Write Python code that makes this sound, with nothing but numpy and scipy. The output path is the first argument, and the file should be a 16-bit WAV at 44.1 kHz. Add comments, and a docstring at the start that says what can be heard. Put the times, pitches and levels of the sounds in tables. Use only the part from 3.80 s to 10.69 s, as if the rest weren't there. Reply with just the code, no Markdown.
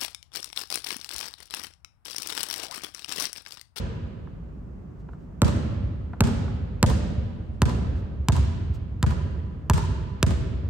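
"""A basketball bounces on the sprung hardwood floor of a big empty gym as its player walks towards the microphone.
Each bounce adds a sharp slap, a ping of the ball and a boom that falls in pitch, from a flexing floor.
Walls, balcony and dome send back echoes, and a fading noise makes the hall ring on for seconds.
Soft pulses are hands patting the ball, short brushes of noise are shoes, a steady rumble is the ventilation."""
import sys
import numpy as np
from scipy import signal
from scipy.fft import rfft, irfft
from scipy.io import wavfile

SR = 44100
rng = np.random.default_rng(int(sys.argv[2]) if len(sys.argv) > 2 else 0)


def transcribe(signal):
    """Save signal, clipped to [-1, 1], as a 16-bit WAV file at the path in sys.argv[1]."""
    frames = np.atleast_2d(signal).T
    limited = np.clip(frames, -1, 1)
    pcm = np.round(limited * 32767).astype(np.int16)
    wavfile.write(sys.argv[1], SR, pcm)


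N = 303849   # length of the scene in samples

# Ventilation loudness by pitch. Each row: frequency in Hz, level in dB.
VENT_SPECTRUM = [(15, -42), (25, -27), (44, 3), (116, -6), (173, -2.5), (208, -7.5), (448, -19.5),
                 (802, -29.5), (1230, -31.5), (1730, -39.5), (3010, -50), (3630, -55), (7030, -57),
                 (14000, -65)]
VENT_DB = -39.5
# How the hall rings on. Each row: frequency in Hz, reverberation level in dB,
# time to fade by 60 dB in seconds, left-right likeness (1 is identical, 0 is unrelated).
HALL = [(35, 7, 11, 0.92), (64.8, 10, 4.45, 1), (107, 5, 2.8, .7), (209, 12, 2.03, 0.74),
        (370, 13.5, 1.97, 0.36), (620, 13, 1.94, 0), (1150, 9, 1.53, 0), (2370, 5.5, 1.74, 0.058),
        (4000, 5, 1.33, 0.062), (6350, 8, 0.76, .1), (13100, 0.5, 0.47, .1)]
# Shoe scuffs. Each row: time of the middle in seconds, level in dB, length in seconds.
SCUFFS = [(1.203, -63, 0.019), (1.332, -66, .02), (1.425, -66.5, 0.04), (3.752, -64, .025),
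          (4.182, -54, 0.029), (4.952, -45, 0.014)]
# Sole brushing on varnish. Each row: frequency in Hz, level in dB.
SOLE_SPECTRUM = [(300, -7), (1500, -9), (4500, -5.5), (8500, -10), (14000, -19)]
# Hands on the ball. Each row: start in seconds, level in dB.
PATS = [(.472, -29.5), (1.288, -27.5), (1.332, -29), (2.333, -20), (2.679, -21.5)]
# Palm on the ball. Each row: frequency in Hz, level in dB.
PALM_SPECTRUM = [(100, 3), (400, 8), (800, 19.5), (1400, 15), (2300, -5), (4000, -15), (9000, -24),
                 (14000, -41)]
# The walk towards the microphone. Each row: time in seconds, distance in metres.
WALK = [(1.6, 10), (2.4, 9), (3.0, 7.6), (3.8, 5.9), (4.5, 5)]
NEAR_M, FAR_M = WALK[-1][1], WALK[0][1]
# Bounces. Each row: start in seconds, boom in dB, slap in dB,
# treble tilt of the slap in dB per octave above 1000 Hz, ping in dB.
BOUNCES = [(-.19, -3.5, -2, -1, 0.5), (1.6182, 1, 0, -0.94, -1), (2.4064, 0, 1.5, -0.85, -9.5),
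           (3.0284, 1.5, 1.5, 0.28, 6.5), (3.8188, 0.5, 0, -1.63, 1), (4.4853, 1, -1.6, -0.34, -0.5),
           (5.2278, -0.5, -3, -2.6, -0.5), (5.8984, 0, -2.5, 0.27, 4.5), (6.4283, 0, 4, -1, -5)]
# Slap of the ball on the floor. Each row: frequency in Hz, level in dB.
SLAP_SPECTRUM = [(100, 5), (300, 16), (700, 8), (1100, 9), (1700, 9), (2300, 8), (3400, 8.5), (4500, 7),
                 (6200, 4.5), (7900, 8), (10000, 9), (12700, -2), (14200, -6), (15500, -19)]
# Typical ringing of the ball's air and shell. Each row: frequency in Hz, level in dB,
# time to fade by 60 dB in seconds.
BALL_MODES = [(814, -41, 0.017), (898, -31.5, 0.074), (987, -24, 0.04), (1030, -22, 0.022),
              (1138, -30.5, 0.016), (1210, -32.5, 0.04), (1600, -34, 0.024), (1740, -39, 0.043),
              (3400, -42.5, 0.02)]
# Typical ringing of the floorboards. Each row: frequency in Hz, level in dB,
# time to fade by 60 dB in seconds.
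FLOOR_MODES = [(190, -21, 0.046), (229, -21.5, 0.11), (324, -39.5, 0.032), (412.4, -27, 0.076),
               (524, -32, .05)]
# Clatter of the floorboards. Each row: frequency in Hz, level in dB.
BOARDS_SPECTRUM = [(120, -18.5), (300, 1), (700, -1), (1600, -12.5), (2400, -26), (5000, -29),
                   (9000, -35.5), (14000, -41.5)]

# Echo delays at the nearest spot, and how much they shrink with distance beyond it
WALL_S, WALL_S_PER_M2 = .0353, .00033
DOME_S, DOME_S_PER_M = .079, .0035
# Lag of the left ear at the nearest spot, and its growth with distance
EAR_LAG_MS, EAR_LAG_MS_PER_M = .035, .014
KNOCK_LAG_S = .0026   # how much later the right ear hears the bass knock from the wall
# Echoes from balcony and far walls; blur is an echo's length as a share of its delay
ECHO_FIRST_S, ECHO_SPACING_S, ECHO_BLUR = .04, .018, .022
ECHO_DB, ECHO_LOSS_DB_PER_S = -24.5, 55
# The boom's flutter between floor and dome (loss is per trip), and its late swell
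FLUTTER_FIRST_S, FLUTTER_TRIP_S, FLUTTER_DB, FLUTTER_LOSS_DB = 0.05384, .068, -5.5, 3.5
SWELL_S, SWELL_DB = .4, -9
# Starting pitch of the boom and level of the clatter at the nearest spot
BOOM_HZ, CLATTER_DB = 263.7, -3.5
# What the far floor adds to each, and the distance over which that happens
BOOM_FAR_HZ, CLATTER_FAR_DB, FLOOR_CHANGE_M = 76, 5.5, 2.1
CLATTER_FOLLOWS = 1.2   # dB of clatter for each dB of boom
# Slap and ping sent into the hall; beaming is the share of the slap's level taken off that send
HALL_SEND_DB, HALL_DB_PER_M, SLAP_BEAMING = 0.73, 0.31, 0.97
CUTOFF_HZ = 16000

SHORT, LONG = 8192, 3 * SR   # lengths in samples of a dry sound and of a hall response
LEAD = 64   # samples of room ahead of each hit
AGE = np.arange(SHORT) / SR   # seconds
HZ = np.maximum(np.arange(SHORT // 2 + 1) * SR / SHORT, 1)


def from_db(db):
    """Turns decibels into gain."""
    return 10 ** (np.asarray(db) / 20)


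def at_hz(points, hz):
    """Reads a table between its rows, on a log-frequency axis; one result per column."""
    knots, *columns = np.transpose(points)
    return np.squeeze([np.interp(np.log(hz), np.log(knots), c) for c in columns])


def add(out, sound, s):
    """Mixes a sound into out, starting at time s."""
    start = int(round(s * SR))
    a, b = max(start, 0), min(start + sound.shape[-1], out.shape[-1])
    if b > a:
        out[..., a:b] += sound[..., a - start:b - start]


def noise(spectrum, size):
    """Hiss whose loudness at each pitch follows a spectrum."""
    hz = np.maximum(np.arange(size // 2 + 1) * SR / size, 1)
    white = rfft(rng.standard_normal(size))
    return irfft(white * from_db(at_hz(spectrum, hz)), size)


def diffuse(size):
    """Frequencies and stereo spectrum of noise from all sides: alike in the bass, unrelated higher up."""
    hz = np.maximum(np.arange(size // 2 + 1) * SR / size, 1)
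    alike = np.clip(at_hz(HALL, hz)[2], -.99, .99)
    mid, side = rfft(rng.standard_normal((2, size)))
    shared = np.sqrt((1 + alike) / 2) * mid
    opposed = np.sqrt((1 - alike) / 2) * side * [[1], [-1]]
    return hz, shared + opposed


def ventilation():
    """Steady rumble that fills the hall: stereo noise, strongest in the bass."""
    hz, white = diffuse(N)
    air = irfft(white * from_db(at_hz(VENT_SPECTRUM, hz)), N)
    return from_db(VENT_DB) * air / air.std()


def hall_tails(count, early_db=3.0, early_s=0.03):
    """Fading noise of the hall, one for each bounce; the air swallows the treble first."""
    size, t = 8 * SR, np.arange(LONG) / SR
    hz, white = diffuse(size)
    white = white * from_db(at_hz(HALL, hz)[0]) / np.sqrt(SR)
    starts = rng.integers(0, size - LONG, count)
    tails, centres = np.zeros((count, 2, LONG)), np.geomspace(35, 14000, 14)
    # each band of pitches fades at its own pace
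    for centre, share in zip(centres, np.eye(len(centres))):
        band = irfft(white * np.interp(np.log(hz), np.log(centres), share), size)
        decay = from_db(-60 * t / at_hz(HALL, centre)[1])
        for tail, start in zip(tails, starts):
            tail += band[:, start:start + LONG] * decay
    return tails * from_db(early_db * np.exp(-(t / early_s) ** 4))


def paths(beyond_m):
    """Wall and dome echo delays, shorter from further off, and left ear lag, longer from further off."""
    wall_s = WALL_S - WALL_S_PER_M2 * beyond_m ** 2
    dome_s = DOME_S - DOME_S_PER_M * beyond_m
    return wall_s, dome_s, EAR_LAG_MS + EAR_LAG_MS_PER_M * beyond_m


def scatter(level_db, length_s, air_cut_hz=9500):
    """An echo from a rough surface: a brief stereo cluster of reflections, dulled on its way."""
    cluster = rng.standard_normal((2, SHORT)) * np.exp(-AGE / length_s)
    dulled = signal.sosfilt(signal.butter(1, air_cut_hz, fs=SR, output="sos"), cluster)
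    return from_db(level_db) * dulled / np.sqrt(SR * length_s / 2)


def stray_echoes(count=7):
    """Balcony and far walls answer at uneven moments, later ones weaker and more blurred."""
    delays = ECHO_FIRST_S + ECHO_SPACING_S * (np.arange(count) + rng.random(count))
    # delay in seconds, level in dB, length in seconds
    return [(s, ECHO_DB - ECHO_LOSS_DB_PER_S * s, ECHO_BLUR * s) for s in delays]


def in_hall(sound, tail, wall_s, dome_s, build_s=0.0039, dome_db=-21):
    """What the hall returns after a gap: wall, balcony and dome echoes over the growing, then fading tail."""
    response = tail * np.sqrt(np.clip((np.arange(LONG) / SR - wall_s) / build_s, 0, 1))
    add(response, scatter(level_db=-13, length_s=0.0052), wall_s)
    add(response, from_db([[dome_db], [dome_db]]), dome_s)   # one clean echo
    add(response, scatter(level_db=-17.5, length_s=0.012), dome_s)
    for delay, db, length_s in stray_echoes():
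        add(response, scatter(db, length_s), delay)
    return signal.fftconvolve(response, sound[None], axes=1)


def scuff(level_db, length_s):
    """A sole brushes the varnish: noise that swells and fades."""
    swell = np.exp(-((AGE - AGE.mean()) / length_s) ** 2)
    return from_db(level_db) * noise(SOLE_SPECTRUM, SHORT) * swell


def crack(spectrum, tilt_db, spread_s):
    """One sharp pulse; as in any bending wave, the treble runs ahead of the bass."""
    tilt = tilt_db * np.log2(np.maximum(HZ / 1000, 1))
    gain = from_db(at_hz(spectrum, HZ) + tilt)
    phase = 4 * np.pi * spread_s * np.sqrt(1000 * HZ)
    return np.roll(irfft(gain * np.exp(-1j * phase)), LEAD)


def pat(level_db, tail, skin_db=-24, skin_t60=0.075, hall_db=-8, soft_hz=3000):
    """A soft palm meets the ball: a dull pulse and a short rub, echoed as from the far spot."""
    rub = np.roll(from_db(skin_db - 60 * AGE / skin_t60) * noise(PALM_SPECTRUM, SHORT), LEAD)
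    touch = from_db(level_db) * (crack(PALM_SPECTRUM, 0, spread_s=0.0037) + rub)
    touch = signal.sosfilt(signal.butter(2, soft_hz, fs=SR, output="sos"), touch)
    wall_s, dome_s, _ = paths(FAR_M - NEAR_M)
    out = from_db(hall_db) * in_hall(touch, tail, wall_s, dome_s)
    add(out, touch, 0)
    return out


def boom(start_hz, end_hz=58, glide_s=0.0082, peak_s=0.012, level_db=-9.5):
    """The sprung floor flexes: a swell that falls in pitch as the slower long waves arrive."""
    pitch_hz = end_hz + (start_hz - end_hz) * np.exp(-AGE / glide_s)
    turns = np.cumsum(pitch_hz) / SR
    swell = (AGE / peak_s * np.exp(1 - AGE / peak_s)) ** 2
    return np.roll(-from_db(level_db) * swell * np.sin(2 * np.pi * turns), LEAD)


def flutter(count=5):
    """The boom loses a little on each trip between floor and dome, then swells once more."""
    # delay in seconds, level in dB
    trips = [(FLUTTER_FIRST_S + k * FLUTTER_TRIP_S, FLUTTER_DB - k * FLUTTER_LOSS_DB) for k in range(count)]
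    return trips + [(SWELL_S, SWELL_DB)]


def bass_echoes(low, wall_s, knock_hz=160, knock_db=0):
    """The boom knocks back from a side wall, left ear first, then flutters between floor and dome."""
    out = np.zeros((2, LONG))
    knock = from_db(knock_db) * signal.lfilter(*signal.iirpeak(knock_hz, 3.0, fs=SR), low)
    add(out[0], knock, wall_s - KNOCK_LAG_S)
    add(out[1], knock, wall_s)
    deep = signal.sosfilt(signal.butter(2, [50, 105], "band", fs=SR, output="sos"), low)
    for delay, db in flutter():
        add(out, from_db(db) * deep, delay)
    return out


def boards(t60=0.057, lift_s=.012, lift_db=-7, level_db=-7):
    """The floorboards clatter as the ball lands and again as it lifts off."""
    landing = from_db(-60 * AGE / t60)
    lift = from_db(lift_db) * np.interp(AGE - lift_s, AGE, landing, left=0)
    return np.roll(from_db(level_db) * noise(BOARDS_SPECTRUM, SHORT) * (landing + lift), LEAD)


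def ring(table, vary_db=3.0, detune=0.022):
    """Fading tones of a struck object; each tone's strength and pitch are drawn around the table's values."""
    hz, db, t60 = np.transpose(table)[:, :, None]
    hz = hz * (1 + detune * rng.standard_normal(hz.shape))
    db = db + vary_db * rng.standard_normal(db.shape)
    modes = from_db(db - 60 * AGE / t60) * np.sin(2 * np.pi * hz * AGE)
    return np.roll(-modes.sum(0), LEAD)


def ball(lift_s=0.011, lift_db=-7, vary_db=1.5, detune=.008):
    """The ball rings when it lands, and again when it springs off the floor."""
    out = ring(BALL_MODES, vary_db, detune)
    add(out, from_db(lift_db) * ring(BALL_MODES, vary_db, detune), lift_s)
    return out


def grip(level_db=-27, t60=0.017):
    """The pebbled skin flattens on the varnish: a few milliseconds of grit after the slap."""
    return np.roll(noise(SLAP_SPECTRUM, SHORT) * from_db(level_db - 60 * AGE / t60), LEAD)


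def at_ears(sound, lag_ms, port_hz=7200, port_lead_ms=0.17):
    """Sound from the right reaches the left late; in the treble the microphone's port spacing takes over."""
    top = (1 + np.tanh((HZ - port_hz) / 800)) / 2
    turns = (-(1 - top) * HZ * lag_ms + top * (HZ - port_hz) * port_lead_ms) / 1000
    # half of the shift goes to each side, in opposite directions
    return irfft(rfft(sound) * np.exp(1j * np.pi * turns * [[1], [-1]]))


def blow(beyond_m, boom_db, slap_db, tilt_db, ping_db):
    """How a bounce sounds from its spot: the far floor booms higher, clatters more and feeds the hall more."""
    far = np.tanh(beyond_m / FLOOR_CHANGE_M) ** 2
    start_hz = BOOM_HZ + BOOM_FAR_HZ * far
    boards_db = CLATTER_DB + CLATTER_FAR_DB * far + CLATTER_FOLLOWS * boom_db
    hall_db = HALL_SEND_DB + HALL_DB_PER_M * beyond_m - SLAP_BEAMING * slap_db
    return boom_db, start_hz, boards_db, slap_db, tilt_db, ping_db, hall_db


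def bounce(tail, wall_s, dome_s, lag_ms, boom_db, start_hz, boards_db, slap_db, tilt_db, ping_db, hall_db,
           ping_hall_db=-8, wood_hall_db=-6, focus_db=-12, focus_lag_s=.004):
    """Ball hits floor: boom, wood, ping and slap are heard directly and through their echoes."""
    low = boom(start_hz) * from_db(boom_db)
    ping = from_db(ping_db) * ball()
    wood = from_db(boards_db) * (ring(FLOOR_MODES) + boards())
    slap = from_db(slap_db) * crack(SLAP_SPECTRUM, tilt_db, spread_s=0.001192)
    sharp = from_db(hall_db) * (from_db(ping_hall_db) * ping + slap)
    radiated = low + from_db(wood_hall_db) * wood + sharp
    out = in_hall(radiated, tail, wall_s, dome_s)
    direct = low + wood + ping + slap + from_db(slap_db) * grip()
    add(out, at_ears(direct, lag_ms), 0)
    # the dome focuses what goes upward, and its ribs blur it
    upward = ping + wood
    add(out, from_db(focus_db) * upward, dome_s + focus_lag_s)
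    blurred = signal.fftconvolve(scatter(level_db=-9.5, length_s=0.026), upward[None], axes=1)
    add(out, blurred, dome_s - .014)
    add(out, bass_echoes(low, wall_s), 0)
    return out


def scene():
    """Bounces, pats and scuffs over the ventilation."""
    out = ventilation()
    tails = hall_tails(count=len(BOUNCES))
    for (s, *touch), tail in zip(BOUNCES, tails):
        beyond_m = np.interp(s, *np.transpose(WALK)) - NEAR_M
        add(out, bounce(tail, *paths(beyond_m), *blow(beyond_m, *touch)), s - LEAD / SR)
    for s, db in PATS:
        add(out, pat(db, tails[0]), s - LEAD / SR)
    for s, db, length_s in SCUFFS:
        add(out, scuff(db, length_s), s - AGE.mean())
    return out


def record(dry, notch_hz=10400, notch_q=3.2, left_db=-1.1, low_cut_hz=36):
    """The microphone loses the deepest bass, its ports cut a notch in the treble; the top is cut off."""
    thinned = signal.sosfilt(signal.butter(3, low_cut_hz, "high", fs=SR, output="sos"), dry)
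    notched = signal.lfilter(*signal.iirnotch(notch_hz, notch_q, fs=SR), thinned)
    balanced = notched * from_db([[left_db], [0]])   # the left side is a little quieter
    return signal.sosfilt(signal.cheby1(10, .2, CUTOFF_HZ, fs=SR, output="sos"), balanced)


dry = scene()
out = record(dry)
transcribe(out)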